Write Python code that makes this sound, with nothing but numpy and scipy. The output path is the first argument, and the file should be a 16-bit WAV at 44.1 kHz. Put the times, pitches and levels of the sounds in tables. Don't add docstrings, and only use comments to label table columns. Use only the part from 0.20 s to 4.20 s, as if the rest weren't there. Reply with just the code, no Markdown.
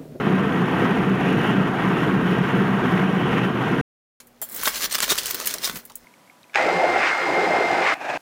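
import sys
import numpy as np
from scipy import signal
from scipy.fft import rfft, irfft
from scipy.io import wavfile
from scipy.ndimage import uniform_filter1d

SR = 44100
rng = np.random.default_rng(int(sys.argv[2]) if len(sys.argv) > 2 else 0)


def store_pcm(level_fs):
    pcm = np.round(np.clip(level_fs, -1, 1) * 32767).astype(np.int16)
    wavfile.write(sys.argv[1], SR, np.atleast_2d(pcm).T)


N = 176400
T = np.arange(N) / SR
BLADE_HZ, TAIL_HZ = 17.01, 125.0
ROAR_LEAD_S, CUT_S = 0.00725, 3.613


def amp(db):
    return 10 ** (np.asarray(db) / 20)


def unit_rms(x):
    return x / np.sqrt(np.mean(x ** 2) + 1e-20)


def swell(contour):
    db = np.interp(T, *np.transpose(contour))
    return db - db[T < CUT_S].mean()


def drift(rate_hz):
    hz = np.fft.rfftfreq(N, 1 / SR)
    return unit_rms(irfft(rfft(rng.standard_normal(N)) * (hz > 0) / (1 + (hz / rate_hz) ** 4), N))


def turbulence(spectrum, patch_db):
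    frames = dict(nperseg=1024, noverlap=768)
    cells = signal.stft(rng.standard_normal(N), **frames)[2]
    patches = uniform_filter1d(rng.standard_normal(cells.shape), size=10, axis=0)
    patches = unit_rms(uniform_filter1d(patches, size=14, axis=1))
    noise = signal.istft(cells * amp(patch_db * patches), **frames)[1][:N]
    hz = np.fft.rfftfreq(N, 1 / SR)
    points_hz, points_db = np.transpose(spectrum)
    colour = amp(np.interp(np.log(hz + 1), np.log(points_hz + 1), points_db))
    rolloff = np.maximum(hz / points_hz[-1], 1) ** 2
    return unit_rms(irfft(rfft(noise) * colour / rolloff, N))


def tone(hz, db, wander_hz, fade_db):
    cycles = np.cumsum(hz + wander_hz * drift(5.6)) / SR + rng.random()
    return amp(db) * unit_rms(np.sin(2 * np.pi * cycles) * amp(fade_db * drift(11)))


def resonance(hz, half_width_hz):
    phase = 2 * np.pi * np.cumsum(hz * np.ones(N)) / SR
    return unit_rms(drift(half_width_hz) * np.cos(phase) + drift(half_width_hz) * np.sin(phase))


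def blade_beat(lead_s=0):
    first_blade_s = 0.011
    phase = 2 * np.pi * BLADE_HZ * (T - first_blade_s + lead_s)
    return np.cos(phase) + 0.42 * np.cos(2 * phase)


# f/Hz, relative level/dB
RUMBLE_SPECTRUM = [(20, -14.5), (45, -7.5), (75, 3.5), (110, -1), (160, -22)]

def rumble():
    peak_s, half_width_s = 2.1, 0.5
    envelope = np.exp(-((T - peak_s) / half_width_s) ** 2)
    return amp(-46) * envelope * turbulence(RUMBLE_SPECTRUM, patch_db=2.0)


# f/Hz, relative level/dB
HISS_SPECTRUM = [(3000, -1.5), (4500, -2.5), (5500, 1.5), (6900, -0.5), (7850, -8.5), (8800, -4.5),
                 (9500, -2.5), (10800, -5), (11900, -9), (13300, -5.5), (14500, -5.5), (15800, -11.5)]
# t/s, relative level/dB
HISS_CONTOUR = [(0, -55), (.1, -53), (.2, -54), (.36, -52.5), (.46, -53.5), (.53, -52), (.57, -53),
                (.63, -50), (.72, -52.5), (.8, -53), (.95, -54), (1.1, -49.5), (1.16, -52), (1.2, -50),
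                (1.29, -48.5), (1.35, -53), (1.44, -52.5), (1.52, -55), (1.62, -50.5), (1.73, -53),
                (1.82, -49.5), (1.99, -55), (2.11, -50.5), (2.2, -54.5), (2.29, -50.5), (2.34, -53.5),
                (2.38, -50.5), (2.43, -53), (2.6, -53), (2.71, -51), (2.81, -51), (2.87, -54.5),
                (2.94, -52.5), (3.05, -53.5), (3.18, -49.5), (3.21, -55), (3.25, -49), (3.3, -56),
                (3.48, -51.5), (3.55, -53), (3.6, -52)]

def hiss():
    level_db = -53 + swell(HISS_CONTOUR) + 0.7 * blade_beat() + 2.5 * drift(401)
    return amp(level_db) * turbulence(HISS_SPECTRUM, patch_db=0.8)


def exhaust_swell():
    return 0.49 * swell(RUSH_CONTOUR) + 0.97 * swell(HISS_CONTOUR)


# f/Hz, half width/Hz, level/dB
ENGINE_RESONANCES = [(1592, 47, -44.5), (1865, 84, -44)]
# f/Hz, level/dB
ENGINE_TONES = [(1590, -44.5), (2561, -55.5), (5491, -73.5), (6207, -78), (7611, -82), (7989, -83.5),
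                (9389, -81.5), (10110, -80.5), (13291, -82.5), (14007, -84.5)]

def whine():
    bands = sum(amp(db) * resonance(hz, half_width) for hz, half_width, db in ENGINE_RESONANCES)
    lines = sum(tone(hz, db, wander_hz=3.5, fade_db=2) for hz, db in ENGINE_TONES)
    return amp(exhaust_swell()) * bands + lines


# t/s, level/dB
WHOOSH_CONTOUR = [(.88, -60), (.98, -42), (1.11, -34.5), (1.16, -45), (1.22, -37.5), (1.29, -36),
                  (1.35, -47), (1.45, -60)]

def whoosh():
    rise_hz_per_s = 1400
    centre_hz = 2650 + rise_hz_per_s * (T - 1.1)
    times, db = np.transpose(WHOOSH_CONTOUR)
    envelope = np.interp(T, times, amp(db), left=0, right=0)
    return envelope * resonance(centre_hz, half_width_hz=300)


# f/Hz, relative level/dB
RASP_SPECTRUM = [(900, -21), (1350, 0), (1580, 3), (1700, -5), (1880, 1.5), (2060, -6.5), (2170, -2),
                 (2400, -8.5), (3000, -9), (3450, -12.5), (3900, -22), (4600, -28), (7000, -50.5)]
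# f/Hz, relative level/dB
SHRILL_SPECTRUM = [(1900, -29.5), (2400, -2.5), (2570, -0.5), (2780, -2.5), (3000, -1.5), (3250, -7),
                   (3500, -13), (3900, -18), (4600, -32)]
# t/s, relative level/dB
SHRILL_CONTOUR = [(0, 0.5), (.5, 0), (.64, 0.5), (.9, 0), (1.1, -1), (1.38, 2), (1.52, -4), (1.83, 1.5),
                  (1.95, -2), (2.1, 4.5), (2.52, -1.5), (2.76, 2), (2.9, -1), (3.07, 2), (3.18, 6.5),
                  (3.33, -1.5), (3.45, 3), (3.6, -2)]

def exhaust():
    chop_db = 0.36 * blade_beat() + 1.06 * drift(140)
    rasp = amp(-33.5 + exhaust_swell() + chop_db) * turbulence(RASP_SPECTRUM, patch_db=1)
    shrill = amp(-41 + swell(SHRILL_CONTOUR) + chop_db) * turbulence(SHRILL_SPECTRUM, patch_db=1.8)
    return rasp + shrill


# harmonic number, level/dB
TAIL_HARMONICS = [(1, -35.5), (2, -35.5), (3, -51)]
# harmonic number, level/dB
MAIN_HARMONICS = [(2, -68.5), (3, -57), (5, -49), (6, -49.5)]

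def rotor_drone():
    rotors = (TAIL_HZ, TAIL_HARMONICS), (BLADE_HZ, MAIN_HARMONICS)
    return sum(tone(number * hz, db, wander_hz=0.42, fade_db=4.5)
               for hz, harmonics in rotors for number, db in harmonics)


# t/s, half width/s, level/dB
HUM_SURGES = [(0.183, 0.11, -24), (0.397, .035, -27), (0.722, .1, -33), (.92, .06, -27.5),
              (1.13, .035, -30.5), (1.4, 0.025, -27.5), (1.679, 0.1, -31.5), (1.957, 0.022, -21),
              (2.097, 0.027, -25.5), (2.213, 0.05, -26), (2.393, 0.034, -27.5), (2.52, 0.06, -24.5),
              (2.745, 0.022, -22), (2.852, .035, -22.5), (2.961, 0.027, -20.5), (3.057, 0.032, -26),
              (3.275, 0.021, -22.5)]

def rotor_hum():
    swells = sum(amp(db) * np.exp(-((T - peak_s) / width) ** 2) for peak_s, width, db in HUM_SURGES)
    throb = 1 + 0.12 * blade_beat(ROAR_LEAD_S)
    return (amp(-33) + swells) * throb * tone(hz=188.5, db=0, wander_hz=4, fade_db=0.5)


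# f/Hz, relative level/dB
RUSH_SPECTRUM = [(200, -15), (590, -3), (715, 3.5), (830, -0.5), (1050, 1), (1300, -0.5), (1600, -4.5),
                 (1720, -6), (1900, -6), (2150, -12), (3000, -28.5)]
# t/s, relative level/dB
RUSH_CONTOUR = [(0.0, -27.5), (0.24, -27.5), (0.39, -26), (0.48, -27.5), (0.59, -24), (0.96, -28),
                (1.02, -25), (1.17, -28), (1.26, -25), (1.41, -27), (1.59, -26.5), (1.62, -23.5),
                (1.74, -26), (1.86, -25.5), (2.01, -28), (2.1, -26), (2.58, -26.5), (2.79, -23.5),
                (2.88, -28.5), (3.09, -26), (3.15, -24.5), (3.33, -30), (3.42, -25), (3.6, -28)]

def rush():
    level_db = -28 + swell(RUSH_CONTOUR) + 1.77 * blade_beat() + 0.2 * drift(120)
    return amp(level_db) * turbulence(RUSH_SPECTRUM, patch_db=0.7)


# f/Hz, relative level/dB
ROAR_SPECTRUM = [(20, -47), (45, -34.5), (75, -28), (105, -16), (148, -2), (180, -3), (212, -2.5),
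                 (236, -10), (262, -5), (300, -8.5), (360, -7), (465, -11), (560, -23), (900, -39)]
# t/s, relative level/dB
ROAR_CONTOUR = [(0, -23.5), (.13, -20.5), (.19, -22.5), (.42, -20.5), (.48, -23), (.6, -20), (.79, -20.5),
                (1.0, -22), (1.12, -19), (1.27, -21.5), (1.39, -20), (1.56, -24.5), (1.7, -22), (1.92, -20),
                (2.04, -22), (2.18, -20), (2.26, -24.5), (2.36, -19.5), (2.56, -24.5), (2.66, -22),
                (2.88, -23), (3.12, -20.5), (3.32, -24), (3.44, -26), (3.52, -19.5), (3.6, -21)]

def roar():
    level_db = -22 + swell(ROAR_CONTOUR) + 0.5 * blade_beat(ROAR_LEAD_S) + 0.67 * drift(90)
    return amp(level_db) * turbulence(ROAR_SPECTRUM, patch_db=-0.45)


def scene():
    mix = roar() + rotor_hum() + rush() + exhaust() + hiss() + whoosh()
    return (mix + rotor_drone() + whine() + rumble())[None]


def record(dry):
    ceiling, edge_hz = amp(-7.6), 15800
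    rounded = dry / (1 + (dry / ceiling) ** 6) ** (1 / 6)
    cut = rounded * np.clip((CUT_S - T) / 0.001, 0, 1)
    lowpass = signal.firwin(511, edge_hz, window=("kaiser", 9), fs=SR)
    return signal.oaconvolve(cut, lowpass[None], "same")


dry = scene()
out = record(dry)
store_pcm(out)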